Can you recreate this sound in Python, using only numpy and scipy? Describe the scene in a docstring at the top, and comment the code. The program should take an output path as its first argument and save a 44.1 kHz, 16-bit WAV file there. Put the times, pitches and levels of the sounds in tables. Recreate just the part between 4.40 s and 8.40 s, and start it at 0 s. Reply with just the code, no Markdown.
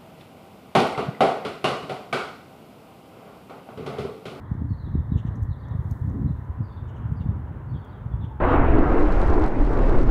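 """A light wind buffets the microphone, in low fluttering gusts and soft thumps of single eddies.
Behind it lies a quiet park: distant traffic rolls on, and small birds give falling chirps and
short raspy calls that echo among the trees. A few faint ticks and a soft rustle sound close by.
Halfway through the microphone turns, which changes the colour of the traffic."""
import sys
import numpy as np
from scipy import signal
from scipy.fft import rfft, irfft
from scipy.io import wavfile
from scipy.ndimage import uniform_filter1d

SR = 44100
rng = np.random.default_rng(int(sys.argv[2]) if len(sys.argv) > 2 else 0)


def store_pcm(level_fs):
    """Save levels as 16-bit WAV."""
    pcm = np.round(np.clip(level_fs, -1, 1) * 32767).astype(np.int16)
    wavfile.write(sys.argv[1], SR, np.atleast_2d(pcm).T)


N = 176400
TIME = np.arange(N) / SR
BIN_HZ = np.arange(N // 2 + 1) * SR / N


def undb(db):
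    """Decibels to gain."""
    return 10 ** (np.asarray(db) / 20)


def unit(x):
    """Scale to rms 1."""
    return x / np.sqrt(np.mean(x ** 2))


def curve(table, column=1):
    """An automation curve: one column of a table, joined by straight lines in time."""
    rows = np.array(table, float)
    return np.interp(TIME, rows[:, 0], rows[:, column])


def noise(colour, tilt_db=0):
    """Coloured noise of rms 1, tilted by tilt_db per octave and rolled off beyond the table's ends."""
    hz, db = np.array(colour, float).T
    octave, points = np.log2(np.maximum(BIN_HZ, 1)), np.log2(hz)
    octaves_outside = abs(octave - np.clip(octave, points[0], points[-1]))
    eq_db = np.interp(octave, points, db) + tilt_db * octave - 20 * octaves_outside
    return unit(irfft(rfft(rng.standard_normal(N)) * undb(eq_db), N))


def wander(hz):
    """Smooth random modulation of rms 1 that changes about hz times a second."""
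    return unit(irfft(rfft(rng.standard_normal(N)) * np.exp(-2 * (BIN_HZ / hz) ** 2), N))


def swell(start, length):
    """A rounded rise and fall."""
    return np.sin(np.pi * np.clip((TIME - start) / length, 0, 1))


def phase_of(hz):
    """Running phase of a moving pitch."""
    return 2 * np.pi * np.cumsum(hz) / SR


def low_cut(x, hz, order):
    """Roll off everything below hz."""
    return signal.sosfilt(signal.butter(order, hz, "high", fs=SR, output="sos"), x)


# Road colour before and after the turn (frequency [Hz], relative level [dB])
ROAD_BEFORE = [(30, -13.5), (70, 12), (200, 11.5), (380, 0.5), (640, -3), (850, -2.5), (1000, -1.5),
               (1250, -5.5), (1480, -11), (1850, -8.5), (2150, -20.5), (2500, -34), (3500, -29.5),
               (4100, -33.5), (5000, -50.5)]
ROAD_AFTER = [(30, -3), (70, 14), (200, 8), (400, 1), (680, -4), (850, -2), (1000, -1), (1170, -4.5),
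              (1480, -7.5), (1950, -16), (2450, -25), (3000, -27), (3500, -32.5), (4200, -40.5),
              (5000, -52.5)]
# Tyres singing on the far road (time [s], level [dB], pitch [Hz])
TYRE_SONG = [(0, -65.5, 1006), (1.0, -66, 994.5), (1.8, -61.5, 988.4), (2.22, -56, 1011), (2.5, -65, 983),
             (3.7, -62.5, 953), (3.92, -51.5, 892), (4.0, -53, 867)]


def traffic(turn_s=2.05, turn_length_s=.6, waver_db=1.22, song_width_hz=70):
    """A far road heard from two directions in turn, with a narrow band of tyre song."""
    turned = np.clip((TIME - turn_s) / turn_length_s + .5, 0, 1)
    before = np.sqrt(1 - turned) * undb(-42.5) * noise(ROAD_BEFORE)
    after = np.sqrt(turned) * undb(-43) * noise(ROAD_AFTER)
    phase = phase_of(curve(TYRE_SONG, column=2))
    song = unit(wander(song_width_hz) * np.cos(phase) + wander(song_width_hz) * np.sin(phase))
    return (before + after) * undb(waver_db * wander(hz=5.7)) + song * undb(curve(TYRE_SONG))


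# Rustle fader, peaking just ahead of the turn (time [s], level [dB])
RUSTLE_LEVEL = [(0, -100), (1.33, -87.5), (1.42, -78), (1.49, -73), (1.53, -69.5), (1.63, -77), (1.8, -79),
                (1.95, -80), (2.15, -88.5), (4, -100)]
# Its airy colour (frequency [Hz], relative level [dB])
RUSTLE_COLOUR = [(2000, -12.5), (4500, -2), (7000, 1), (10000, -0.5), (11500, 0), (13500, 2), (16000, -0.5)]


def rustle(grain_db=1.5):
    """A faint grainy brushing close to the microphone."""
    return noise(RUSTLE_COLOUR) * undb(curve(RUSTLE_LEVEL) + grain_db * wander(hz=200))


# Tick cues (time [s], level before the low cut [dB], decay [s], tilt [dB/octave], low cut [Hz])
TICK_CUES = [(.138, -71.5, 0.013, -13, 5400), (.954, -58.5, 0.012, -14.5, 5400),
             (1.026, -59, 0.012, -5.5, 5900), (1.285, -64, .003, -8, 4000), (1.511, -48, .0028, -6.5, 4100),
             (1.695, -63.5, 0.01, -12.5, 5400), (2.043, -77, 0.013, -8, 5400),
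             (2.722, -64, 0.0094, -8, 7000), (3.447, -64, 0.0046, -3, 3000)]
# Colour of the ring (frequency [Hz], relative level [dB])
TICK_COLOUR = [(2500, -18), (4200, -9), (5200, -11), (6200, -2), (7600, -7.5), (9200, -13.5), (11000, -4.5),
               (15500, -5.5)]


def ticks():
    """Small dry ticks with a sudden attack and a short bright ring."""
    out = np.zeros(N)
    for start, db, decay, tilt_db, low_hz in TICK_CUES:
        age = TIME - start
        envelope = undb(db) * (age >= 0) * np.exp(-np.clip(age / decay, 0, 20))
        out += low_cut(envelope * noise(TICK_COLOUR, tilt_db), low_hz, order=8)
    return out


# Rasp cues (time [s], length [s], body level [dB], overtone against body [dB])
RASP_CUES = [(0.756, 0.065, -57, -13), (0.846, 0.061, -66, -8.5), (2.466, 0.055, -70.5, -4),
             (2.537, 0.074, -71, -7), (2.79, 0.054, -64.5, -18), (3.825, 0.05, -63, -20)]
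# Colours of the body and the overtone band (frequency [Hz], relative level [dB])
RASP_BODY = [(2000, -39.5), (2500, -8), (2750, 2), (3300, -2), (3900, -8), (4800, -33)]
RASP_OVERTONE = [(4700, -33.5), (5200, -15), (5600, -2), (6800, -2.5), (7900, -8.5), (9000, -21.5),
                 (14000, -25)]


def rasps(pulse_hz=175.6, depth=.21):
    """Harsh bird calls: two bands of noise roughened by a fast, unsteady pulse."""
    body, overtone = noise(RASP_BODY), noise(RASP_OVERTONE)
    pulsing = 1 + depth * np.sin(phase_of(pulse_hz * (1 + .1 * wander(hz=45))))
    out = np.zeros(N)
    for start, length, db, overtone_db in RASP_CUES:
        out += undb(db) * swell(start, length) ** 2 * (body + undb(overtone_db) * overtone)
    return pulsing * out


# Chirp cues (time [s], length [s], start pitch [Hz], end pitch [Hz], relative level [dB])
CHIRP_CUES = [(0, .09, 3575, 3150, -69.5), (0.284, .075, 4660, 3800, -65.5), (.365, .07, 4600, 3570, -60.5),
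              (.435, .05, 4180, 3300, -59.5), (0.527, 0.075, 3925, 3360, -64.5),
              (.705, 0.054, 3984, 3224, -59.5), (1.091, 0.067, 4320, 3250, -59.5),
              (1.18, .04, 4640, 4380, -69.5), (1.227, 0.039, 3920, 3190, -59),
              (1.29, 0.049, 3990, 3300, -64), (1.858, 0.063, 4290, 3370, -64.5),
              (1.923, 0.044, 2800, 2550, -76), (2.218, 0.071, 4920, 4230, -66),
              (2.275, 0.069, 3680, 3470, -64.5), (2.31, 0.032, 4710, 4250, -65),
              (2.357, 0.039, 3730, 3490, -58), (2.475, .035, 3160, 2840, -60.5),
              (2.536, 0.042, 3420, 2740, -63), (2.60, .05, 3550, 2610, -65),
              (2.754, .045, 4920, 4270, -66.5), (2.793, .04, 3800, 3346, -62.5),
              (3.28, 0.04, 4570, 4350, -67.5), (3.33, 0.051, 3750, 2990, -56),
              (3.364, 0.044, 4750, 4270, -72), (3.426, 0.048, 3630, 2990, -59.5),
              (3.476, 0.023, 4700, 4390, -68), (3.507, 0.067, 4050, 2934, -62),
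              (3.701, 0.055, 3620, 3190, -63), (3.802, 0.058, 3890, 2930, -56)]


def chirps(trim_db=-4, warble_depth=.03):
    """Warbling bird whistles that slide downward."""
    out = np.zeros(N)
    warble = 1 + warble_depth * wander(hz=500)
    for start, length, high, low, db in CHIRP_CUES:
        hz = np.interp(TIME, [start, start + length], [high, low]) * warble
        out += undb(db + trim_db) * swell(start, length) * np.sqrt(2) * np.sin(phase_of(hz))
    return out


def park_echo(x, t60_s):
    """Diffuse echo from trees and house fronts."""
    t = TIME[:SR]
    tail = rng.standard_normal(SR) * undb(-60 * t / t60_s) * (1 - np.exp(-t / .0035))
    return signal.fftconvolve(x, tail / np.sqrt(np.sum(tail ** 2)))[:N]


def birds():
    """Chirps scatter quickly off nearby branches; chirps and rasps both feed the park's longer echo."""
    whistles, calls = chirps(), rasps()
    scatter = park_echo(whistles, t60_s=.07)
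    echo = park_echo(whistles + undb(-7.5) * calls, t60_s=.6)
    return undb(-5.5) * (whistles + scatter) + calls + undb(-2.5) * echo


# Single eddies hitting the microphone (time [s], peak level [dB], width [s], swing [Hz])
EDDY_HITS = [(0.116, -14, 0.0014, 88), (.152, -19, .0011, 90), (0.22, -14.5, 0.0011, 62),
             (0.245, -23, 0.0015, 66), (0.308, -18, 0.0011, 75), (.318, -19.5, 0.0013, 75),
             (.540, -19, 0.0023, 70), (.554, -10.5, 0.00088, 62), (0.576, -19.5, 0.003, 58),
             (.591, -23.5, .0026, 63.6), (.604, -22, 0.0024, 68), (.721, -10.5, 0.0011, 72),
             (0.758, -10.5, .0018, 72), (0.852, -17, 0.0011, 75), (0.886, -17.5, .0018, 75),
             (1.022, -16.5, 0.0025, 62), (1.041, -34, 0.0032, 66), (1.089, -20, 0.0021, 70),
             (1.111, -20, 0.0021, 75), (1.312, -19.5, 0.0026, 75), (1.351, -16.5, 0.0017, 85),
             (1.392, -16, 0.0021, 70), (1.454, -23, 0.0014, 80), (1.516, -15.5, 0.0016, 62),
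             (1.616, -20, .0024, 80), (1.648, -17.5, 0.0019, 85), (1.688, -22, 0.002, 100),
             (1.815, -18.5, 0.0012, 95), (1.845, -18.5, 0.0016, 100), (1.859, -11.5, 0.0019, 105),
             (1.907, -15.5, .0018, 100), (2.099, -18.5, 0.0032, 80), (2.207, -18, 0.0017, 90),
             (2.654, -19.5, 0.0022, 95.3), (2.720, -12.5, .0019, 98), (2.807, -21, 0.0013, 80),
             (2.862, -18.5, .0011, 110), (2.89, -13.5, .0017, 85), (2.911, -22, 0.0011, 90),
             (3.342, -24.5, .0020, 100), (3.662, -19.5, 0.0019, 70), (3.738, -16, 0.0026, 66),
             (3.842, -21.5, .0014, 75)]


def eddies(lead_s=.02):
    """Each eddy is a short push; the microphone passes no slow pressure, so it swings and settles."""
    out = np.zeros(N)
    for time, db, width, swing_hz in EDDY_HITS:
        push = np.exp(-.5 * ((TIME[:SR // 8] - lead_s) / width) ** 2)
        swing = low_cut(push, swing_hz, order=4)
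        at = int((time - lead_s) * SR)
        out[at:at + len(swing)] += undb(db) * (swing / abs(swing).max())[:N - at]
    return out


# Fader for the rush at the top of the longest gust (time [s], level [dB])
RUSH_LEVEL = [(0, -89), (1.6, -68.5), (1.68, -41), (1.77, -28), (1.83, -32), (1.9, -33), (1.98, -63),
              (4, -89)]
# Its low-mid colour (frequency [Hz], relative level [dB])
RUSH_COLOUR = [(90, -13), (135, 0.5), (200, -7), (270, -2), (350, -17.5), (480, -25.5), (700, -39.5)]


def rush():
    """The longest gust breaks into small eddies and flutters at a higher pitch."""
    return noise(RUSH_COLOUR) * undb(curve(RUSH_LEVEL))


# Wind strength at the microphone (time [s], level before brightening [dB])
GUST_LEVEL = [(0, -41.5), (.08, -37), (.22, -28), (.32, -31), (.4, -37), (.46, -29), (.52, -31.5),
              (.59, -28.5), (.66, -33.5), (.76, -25.5), (.82, -33.5), (.91, -34), (.96, -29), (1.05, -30.5),
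              (1.11, -33), (1.17, -37), (1.29, -34.5), (1.4, -31), (1.53, -30.5), (1.58, -41.5),
              (1.66, -28.5), (1.80, -30.5), (1.9, -28), (1.97, -30.5), (2.14, -41.5), (2.21, -27.5),
              (2.3, -41), (2.43, -31.5), (2.55, -35.5), (2.63, -29), (2.9, -30.5), (2.98, -29), (3.24, -37),
              (3.35, -27.5), (3.45, -46), (3.6, -36.5), (3.68, -33), (3.82, -29.5), (4.0, -36)]
# Bass-heavy colour of the turbulence (frequency [Hz], relative level [dB])
WIND_COLOUR = [(20, -44), (35, -11), (55, -2.5), (80, 2), (125, 1.5), (170, -12.5), (260, -19), (380, -35),
               (700, -49.5), (2000, -79)]


def wind(crossover_hz=188, brightening=1.93, neutral_db=-32.5, flutter_db=1):
    """Fluttering turbulence at the microphone; stronger wind makes smaller eddies and sounds brighter."""
    gust_db = curve(GUST_LEVEL)
    flow = noise(WIND_COLOUR)
    flow /= np.sqrt(uniform_filter1d(flow ** 2, size=2600) + 1e-9)  # levelled, so the gusts lead
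    large_eddies = signal.sosfiltfilt(signal.butter(3, crossover_hz, fs=SR, output="sos"), flow)
    small_eddies = (flow - large_eddies) * undb(brightening * (gust_db - neutral_db))
    return (large_eddies + small_eddies) * undb(gust_db + flutter_db * wander(hz=45.5))


def scene():
    """A mono mix: birds in the trees, wind up front, traffic far off and small sounds close by."""
    return (birds() + wind() + rush() + eddies() + traffic() + ticks() + rustle())[None]


def record(dry, hiss_db=-79, top_hz=15700):
    """The recorder adds a faint, nearly white hiss and cuts the top."""
    hiss = undb(hiss_db) * noise([(1000, 0), (5000, -.24), (9000, -.56), (14000, -.076), (16000, -1)])
    return signal.sosfilt(signal.ellip(10, .2, 80, top_hz, fs=SR, output="sos"), dry + hiss)


dry = scene()
out = record(dry)
store_pcm(out)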